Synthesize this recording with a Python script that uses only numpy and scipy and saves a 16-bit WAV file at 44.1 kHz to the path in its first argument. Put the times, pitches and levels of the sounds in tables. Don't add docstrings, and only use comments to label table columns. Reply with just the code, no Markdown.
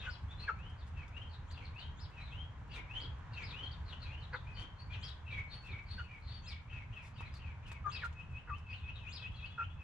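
import sys
import numpy as np
from scipy import signal
from scipy.fft import rfft, irfft, next_fast_len
from scipy.io import wavfile
from scipy.ndimage import uniform_filter1d

SR = 44100
rng = np.random.default_rng(int(sys.argv[2]) if len(sys.argv) > 2 else 0)


def generate_wav(sig):
    pcm = np.round(np.clip(np.atleast_2d(sig).T, -1, 1) * 32767).astype(np.int16)
    wavfile.write(sys.argv[1], SR, pcm)


N = 433503
T = np.arange(N) / SR
SHARE = np.linspace(0, 1, 100)
LEFT_LAG_S = 5.5e-5

# frequency_hz, density_db
AIR_SPECTRUM = [(20, -20.5), (30, -7.5), (45, -4.5), (62, -3), (79, 2), (97, -3), (120, -5), (160, -14),
                (220, -22.5), (350, -31.5), (700, -31), (980, -24), (1200, -29), (1600, -29.5), (2200, -36),
                (3300, -42.5), (5000, -53.5), (7000, -55), (10000, -78), (15000, -80)]
# frequency_hz, coherence_ratio
AIR_COHERENCE = [(60, 1), (150, 0.95), (350, 0.72), (860, 0.55), (2080, 0.46), (5060, 0.02)]
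# time_s, level_db
RUMBLE_LEVELS = [(0.0, -48), (0.24, -47.5), (4.02, -46.5), (7.09, -49.5), (7.2, -47), (9.83, -48.5)]
# time_s, level_db
HUSH_LEVELS = [(0.0, -64.5), (2.6, -65), (3.37, -62.5), (6.65, -68.5), (7.47, -66), (9.83, -69)]
# delay_s, left_db, right_db
ECHOES = [(.0042, -13.5, -24.5), (.0095, -16, -14), (0.0117, -6.5, -9), (.023, -23.5, -26.5)]
# frequency_hz, t60_s
SHELTER_DECAY = [(300, 0.69), (1300, 0.47), (3000, 0.36), (5000, 0.27), (10000, 0.2)]
# frequency_hz, gain_db
LITTER_SPECTRUM = [(500, -8), (3000, 3), (8000, 1.5), (11000, -9), (14000, -13)]
# start_s, level_db
SHUFFLES = [(1.56, -67), (2.73, -64), (2.98, -60.5), (3.58, -64), (4.58, -64.5), (5.679, -61)]
# frequency_hz, gain_db
EARTH_SPECTRUM = [(100, -21.5), (290, 0), (480, -5.5), (700, -12), (1500, -10), (6000, -60)]
# start_s, length_s, level_db
SCRATCHES = [(0.85, 0.046, -76), (2.716, 0.084, -70), (4.584, 0.065, -73.5), (5.068, 0.041, -73),
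             (5.593, 0.13, -77.5), (6.466, 0.076, -74), (6.991, 0.14, -74), (7.162, 0.042, -81),
             (7.318, 0.083, -75), (7.653, 0.053, -72), (8.03, 0.037, -64.5), (8.566, 0.036, -76)]
# frequency_hz, gain_db
GRIT_SPECTRUM = [(200, -13), (700, 10.5), (2500, 7), (5000, 5), (7500, -0.5), (10000, -6), (14000, -19.5)]
# start_s, level_db, ring_ratio
PECKS = [(.697, -64, 0.039), (1.08, -61, 0.045), (1.512, -54.5, .05), (4.597, -59, 0.34),
         (7.2069, -57, 1.36), (7.34, -55.5, .05), (7.717, -48.5, 0.29), (8.127, -62, 0.26)]
# frequency_hz, gain_db, t60_s
FEEDER_MODES = [(520, -13, 0.036), (947, 6, 0.031), (1090, 8.5, 0.029), (1230, 1, 0.048), (2300, -14, .025)]
# frequency_hz, gain_db
BREATH_SPECTRUM = [(100, -24), (280, -5.5), (500, 1.5), (750, 1), (1200, 5), (3000, 3.5), (4800, -12),
                   (6000, -13), (9000, -29.5), (14000, -47.5)]
# start_s, level_db
SLURS = [(.405, -62.5), (0.955, -66), (1.565, -63.5), (2.14, -62.5), (2.714, -59.5), (3.348, -54),
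         (4.034, -65.5)]
# start_s, top_pitch_hz, level_db
RISES = [(.56, 3160, -63.5), (1.106, 3160, -59.5), (1.722, 3176, -61), (2.288, 3200, -55.5),
         (2.878, 3265, -51.5), (3.506, 3195, -53), (4.06, 3040, -61.5)]
# start_s, level_db
MURMURS = [(5.275, -53.5), (5.655, -58), (6.048, -63.5), (6.45, -62.5)]
# start_s, level_db
SIGHS = [(6.697, -59.5), (6.925, -59.5), (7.153, -64), (7.39, -64), (7.637, -64), (7.897, -59)]
# start_s, level_db
HOOKS = [(8.149, -59), (8.317, -57.5), (8.484, -60), (8.67, -52), (8.833, -53), (9.017, -53),
         (9.203, -51.5), (9.388, -54), (9.568, -55), (9.785, -56)]
# start_s, top_pitch_hz, level_db
PEEPS = [(0.089, 5140, -61), (1.499, 4730, -63), (1.991, 5260, -62), (2.996, 4880, -60.5),
         (3.421, 5200, -60.5), (5.024, 5350, -56.5), (6.46, 5150, -55), (7.911, 5090, -53.5),
         (9.116, 5230, -54)]
# start_s, length_s, pitch_hz, level_db
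WHISTLES = [(.295, 0.052, 3480, -57.5), (.392, 0.047, 4290, -52.5), (2.199, 0.076, 4000, -62.5),
            (4.46, 0.082, 2500, -60), (4.555, 0.056, 4450, -64), (4.562, 0.097, 3120, -54),
            (4.783, 0.044, 4440, -61.5), (4.898, 0.054, 2438, -56.5), (5.022, 0.047, 3230, -52.5),
            (5.504, 0.086, 4380, -54.5), (5.884, 0.13, 4445, -59.5), (5.983, 0.047, 2865, -59),
            (6.283, 0.12, 4460, -59.5), (9.31, .16, 3340, -66), (9.49, 0.096, 3366, -66),
            (9.69, .08, 3390, -72.5)]
# start_s, length_s, top_pitch_hz, level_db
CHIRPS = [(-.01, 0.095, 3734, -58.5), (.022, 0.054, 2937, -55), (.785, 0.052, 4710, -69.5),
          (1.304, 0.067, 4580, -64), (1.648, 0.039, 4210, -66), (1.79, .064, 4380, -61),
          (2.27, 0.077, 3950, -65.5), (2.71, 0.064, 4600, -65), (2.724, 0.079, 3680, -70),
          (3.329, 0.043, 4630, -66.5), (3.489, 0.051, 4080, -56.5), (3.635, 0.066, 4520, -64.5),
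          (3.71, 0.051, 4470, -62.5), (3.874, 0.046, 4360, -57.5), (3.906, 0.041, 3460, -59.5),
          (4.016, 0.067, 4410, -60.5), (4.209, 0.052, 4400, -62.5), (4.329, 0.052, 4380, -60),
          (4.916, 0.058, 4100, -69), (4.928, 0.043, 3340, -55.5), (5.075, 0.067, 4180, -59),
          (5.298, .06, 4050, -61.5), (5.509, 0.066, 3970, -63.5), (5.7, 0.06, 4200, -68),
          (5.87, 0.072, 4460, -68), (6.23, 0.17, 4290, -66.5), (7.251, 0.053, 4140, -69),
          (7.999, 0.028, 4090, -61.5), (8.689, 0.17, 4610, -71.5), (8.951, 0.055, 4010, -60.5),
          (9.19, 0.066, 3920, -62), (9.349, 0.1, 4320, -69)]
# start_s, length_s, open_hz, close_hz, level_db, open_rasp_ratio, close_rasp_ratio
PIPS = [(0.062, 0.034, 1560, 1476, -35.5, .3, 0.03), (0.475, 0.038, 1692, 1307, -28, 0.22, 0.24),
        (4.325, 0.041, 1580, 1336, -38.5, 0.98, 0.94), (5.977, 0.036, 1570, 1414, -40.5, .15, 0.21),
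        (7.84, 0.061, 1244, 1186, -39, .12, 0.35), (8.018, .044, 1776, 1406, -35.5, 0.41, 0.18),
        (8.47, 0.082, 1425, 1166, -43, 0.72, 0), (9.576, 0.063, 1399, 1366, -39.5, 0.18, 0.14)]
HEN_OVERTONES = [-30, -42, -44, -48]


def amp(db):
    return 10 ** (np.asarray(db) / 20)


def unit(x):
    return x / np.sqrt(np.mean(x ** 2) + 1e-20)


def read(points, hz):
    f, value = np.transpose(points)
    return np.interp(np.log(hz + 1), np.log(f + 1), value)


def add(mix, start_s, sound):
    at = round(start_s * SR)
    sound = sound[max(-at, 0):]
    part = mix[max(at, 0):][:len(sound)]
    part += sound[:len(part)]


def wander(size, hz):
    f = np.fft.rfftfreq(16384, 1 / SR)
    return unit(irfft(rfft(rng.standard_normal(16384)) * np.exp(-(f / hz) ** 2)))[:size]


def colour(x, points):
    size = next_fast_len(N)
    return irfft(rfft(x, size) * amp(read(points, np.fft.rfftfreq(size, 1 / SR))), size)[..., :N]


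def outdoors(hush_db=1, gust_db=2, buffet=0.54):
    size = next_fast_len(N)
    hz = np.fft.rfftfreq(size, 1 / SR)
    common, separate = rfft(rng.standard_normal((2, size)))
    coherence = np.clip(read(AIR_COHERENCE, hz) - buffet * np.exp(-(hz / 35) ** 2), 0, 1)
    left = common * np.exp(-2j * np.pi * hz * LEFT_LAG_S)
    right = coherence * common + np.sqrt(1 - coherence ** 2) * separate
    air = np.array([left, right]) * amp(read(AIR_SPECTRUM, hz))
    low = 1 / (1 + (hz / 300) ** 6)
    rumble, hush = (irfft(air * band, size)[:, :N] for band in (low, 1 - low))
    midband_rms = irfft(air[0] * (hz > 400) * (hz < 1100), size).std()
    gust_band = (hz > 2) * np.exp(-(hz / 9) ** 2)
    gusts = unit(irfft(rfft(rng.standard_normal(size)) * gust_band, size))[:N]
    rumble_gain = amp(gust_db * gusts + np.interp(T, *np.transpose(RUMBLE_LEVELS)))
    hush_gain = amp(hush_db + np.interp(T, *np.transpose(HUSH_LEVELS)))
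    return unit(rumble) * rumble_gain + hush / midband_rms * hush_gain


def shelter(x, wet_db, left_db, scatter_db, scatter_s=0.012):
    size = SR // 2
    t = np.arange(size) / SR
    hz, frame_s, spectra = signal.stft(rng.standard_normal((2, size)) * (t > .006), SR, nperseg=256)
    decay = amp(-60 * frame_s / read(SHELTER_DECAY, hz)[:, None])
    tail = signal.istft(spectra * decay, SR, nperseg=256)[1][:, :size]
    scatter = rng.standard_normal((2, size)) * np.exp(-t / scatter_s) * (t > .001)
    response = (amp(wet_db) * unit(tail) + amp(scatter_db) * unit(scatter)) / np.sqrt(size)
    response[[0, 1], [round(LEFT_LAG_S * SR), 0]] += 1
    for delay_s, *sides_db in ECHOES:
        response[:, round(delay_s * SR)] += amp(sides_db)
    return signal.oaconvolve(x[None], response, axes=1)[:, :N] * amp([[left_db / 2], [-left_db / 2]])


def rustle(grains_per_s=740, level_db=-91, swell_db=1.5):
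    grains = rng.standard_normal(N) * (rng.random(N) < grains_per_s / SR)
    clumps = unit(uniform_filter1d(rng.standard_normal(N), size=6000))
    return amp(level_db) * unit(colour(grains * amp(swell_db * clumps), LITTER_SPECTRUM))


def shuffling():
    push = np.zeros(N)
    scuff = np.hanning(int(.12 * SR))
    for start_s, db in SHUFFLES:
        add(push, start_s, amp(db) * scuff)
    return push * unit(colour(rng.standard_normal(N), EARTH_SPECTRUM))


def feeding(grit_per_s=1200, strays_per_s=7, stray_db=-80):
    ticks, rings = np.zeros(N), np.zeros(N)
    t = np.arange(4096) / SR
    snap = np.exp(-t / .0022)
    ring = sum(amp(db - 60 * t / t60) * np.sin(2 * np.pi * hz * t) for hz, db, t60 in FEEDER_MODES)
    for start_s, db, ring_ratio in PECKS:
        add(rings, start_s, amp(db) * ring_ratio * ring)
        add(ticks, start_s, amp(db) * snap * rng.standard_normal(len(t)))
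    for start_s, length_s, db in SCRATCHES:
        size = int(length_s * SR)
        grains = rng.standard_normal(size) * (rng.random(size) < grit_per_s / SR)
        add(ticks, start_s, amp(db) * unit(grains * np.hanning(size)))
    drops = rng.random(N) < strays_per_s / SR
    strays = drops * amp(stray_db + 2 * np.minimum(rng.exponential(3.0, N), 5))
    ticks += signal.oaconvolve(strays, snap * rng.standard_normal(len(t)))[:N]
    return colour(ticks, GRIT_SPECTRUM) + rings


def glide(turn, scoop, slide, ease):
    before = np.maximum(1 - SHARE / turn, 0)
    after = np.maximum((SHARE - turn) / (1 - turn), 0)
    return 1 - scoop * before ** 2 + slide * after ** ease


def swell(attack, release, start_db, end_db):
    onset = np.maximum(1 - SHARE / attack, 0)
    ending = np.maximum(1 - (1 - SHARE) / release, 0)
    return start_db * onset ** 2 + end_db * ending ** 2


def chick(calls, bend, swell_db, jitter, flutter_db, rough, breath_db, octave_db, quaver=.015):
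    lead_s, lead_db = .03, -12
    voice, envelope = np.zeros((2, N))
    for start_s, length_s, hz, db in calls:
        t = np.arange(-lead_s, length_s, 1 / SR)
        size = len(t)
        early = np.clip(-t / lead_s, 0, 1)
        contour = uniform_filter1d(np.interp(t / length_s, SHARE, bend), size=200)
        waver = jitter * wander(size, 200) + (quaver + 0.0407 * early) * wander(size, 29.6)
        phase = 2 * np.pi * np.cumsum(hz * contour * (1 + waver)) / SR
        effort_db = db + np.interp(t / length_s, SHARE, swell_db) + lead_db * early
        level = amp(effort_db + flutter_db * wander(size, 70)) * signal.windows.tukey(size, .15)
        tone = np.sin(phase) * (1 + rough * wander(size, 620)) + amp(octave_db) * np.sin(2 * phase)
        add(voice, start_s - lead_s, level * unit(tone))
        add(envelope, start_s - lead_s, level)
    breath = unit(colour(rng.standard_normal(N), BREATH_SPECTRUM))
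    return voice + amp(breath_db) * breath * envelope


def twitter(per_s=0.86, length_s=.06, pitch_hz=4260, spread=0.14, level_db=-72):
    draws = rng.random((round(per_s * N / SR), 2))
    return [(when * N / SR, length_s, pitch_hz * (1 + spread * (2 * height - 1)), level_db)
            for when, height in draws]


def repeated(notes, length_s, pitch_hz):
    return [(start_s, length_s, pitch_hz, db) for start_s, db in notes]


def soft_calls(rise_s=.18):
    slurs = chick(repeated(SLURS, length_s=.088, pitch_hz=2817),
                  glide(turn=.122, scoop=.0217, slide=-.22, ease=.8),
                  swell(attack=.35, release=.23, start_db=-8, end_db=-5.5),
                  jitter=.035, flutter_db=4.5, rough=.37, breath_db=-5.5, octave_db=-47.5)
    hushed_db = -6.5 * (SHARE < .32)
    rises = chick([(s, rise_s, hz, db) for s, hz, db in RISES],
                  glide(turn=.84, scoop=.33, slide=.0064, ease=.9),
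                  swell(attack=.25, release=.68, start_db=-11.5, end_db=-12.5) + hushed_db,
                  jitter=.011, flutter_db=4, rough=.16, breath_db=-11.5, octave_db=-43, quaver=.0035)
    murmurs = chick(repeated(MURMURS, length_s=.15, pitch_hz=2670),
                    glide(turn=.2, scoop=.0493, slide=-.17, ease=.24),
                    swell(attack=.56, release=.24, start_db=-8.5, end_db=-10.5),
                    jitter=.0278, flutter_db=3.5, rough=.34, breath_db=-12.5, octave_db=-34)
    sighs = chick(repeated(SIGHS, length_s=.138, pitch_hz=3060),
                  glide(turn=.0682, scoop=.2, slide=-.3, ease=.61),
                  swell(attack=.56, release=.33, start_db=-8.5, end_db=-6),
                  jitter=.0362, flutter_db=4.5, rough=.38, breath_db=-7.5, octave_db=-47)
    hooks = chick(repeated(HOOKS, length_s=.08, pitch_hz=2533),
                  glide(turn=.66, scoop=-.0298, slide=.273, ease=1.474),
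                  swell(attack=1, release=.2, start_db=-15, end_db=-9),
                  jitter=.014, flutter_db=2.5, rough=.23, breath_db=-13, octave_db=-34, quaver=.0061)
    return slurs + rises + murmurs + sighs + hooks


def high_calls(peep_s=.078, squeak_lead_s=.023, squeak_s=.04, squeak_hz=7580, squeak_db=-16.5):
    peeps = chick([(s, peep_s, hz, db) for s, hz, db in PEEPS],
                  glide(turn=.35, scoop=.35, slide=-.48, ease=1),
                  swell(attack=.19, release=1, start_db=-8.5, end_db=-2.5),
                  jitter=.019, flutter_db=1, rough=.44, breath_db=-11.5, octave_db=-29.5, quaver=.005)
    squeaks = chick([(s - squeak_lead_s, squeak_s, squeak_hz, db + squeak_db) for s, _, db in PEEPS],
                    glide(turn=.99, scoop=.17, slide=.01, ease=1.1),
                    swell(attack=.18, release=.73, start_db=-6.5, end_db=-7),
                    jitter=.016, flutter_db=1, rough=.68, breath_db=-19, octave_db=-49)
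    whistles = chick(WHISTLES,
                     glide(turn=.35, scoop=.0407, slide=.0065, ease=1.1),
                     swell(attack=.23, release=.77, start_db=-15.5, end_db=-9),
                     jitter=.014, flutter_db=2, rough=.23, breath_db=-8, octave_db=-30, quaver=.0089)
    chirps = chick(CHIRPS + twitter(),
                   glide(turn=.178, scoop=.042, slide=-.28, ease=.74),
                   swell(attack=.24, release=.88, start_db=-10.5, end_db=-4),
                   jitter=.023, flutter_db=4, rough=.69, breath_db=-6.5, octave_db=-31, quaver=.037)
    return peeps + squeaks + whistles + chirps


def hen(length_s, open_hz, close_hz, level_db, open_rasp, close_rasp):
    break_share, break_s = .395, .0051
    attack_s, release_s, flutter_db = .032, .03, 2
    jitter, rasp_depth, subharmonic_db = .012, .86, -14
    strain_db_per_octave = -16.5
    t = np.arange(0, length_s, 1 / SR)
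    dropped = .5 + .5 * np.tanh((t - break_share * length_s) / break_s)
    hz = open_hz + (close_hz - open_hz) * dropped
    rasp = open_rasp + (close_rasp - open_rasp) * dropped
    effort_db = swell(attack_s / length_s, release_s / length_s, start_db=-13.5, end_db=-13.5)
    db = level_db + np.interp(t / length_s, SHARE, effort_db) + flutter_db * wander(len(t), 110)
    db += strain_db_per_octave * np.log2(hz / close_hz)
    waver = (jitter + .097 * rasp) * wander(len(t), 380)
    phase = 2 * np.pi * np.cumsum(hz * (1 + waver)) / SR
    overtones = sum(amp(gain_db) * np.sin(k * phase) for k, gain_db in enumerate(HEN_OVERTONES, 2))
    subharmonic = np.cos(phase / 3)
    chop = np.exp(rasp_depth * rasp * subharmonic) / np.sqrt(np.i0(2 * rasp_depth * rasp))
    grain = 1 + .07 * wander(len(t), 900)
    voice = (np.sin(phase) + overtones) * chop * grain + amp(subharmonic_db) * rasp * subharmonic
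    return amp(db) * unit(voice) * signal.windows.tukey(len(t), .1)


def scene():
    pips = np.zeros(N)
    for start_s, *pip in PIPS:
        add(pips, start_s, hen(*pip))
    return (shelter(pips, wet_db=-18.5, left_db=1, scatter_db=-5)
            + shelter(soft_calls(), wet_db=0, left_db=2.5, scatter_db=1)
            + shelter(high_calls(), wet_db=-1.5, left_db=5, scatter_db=-7)
            + shelter(feeding() + shuffling() + rustle(), wet_db=-10, left_db=0, scatter_db=-.5)
            + outdoors())


def record(dry):
    lowpass = signal.firwin(255, 14500, window=("kaiser", 8), fs=SR)
    return signal.oaconvolve(dry, lowpass[None], "same")


dry = scene()
out = record(dry)
generate_wav(out)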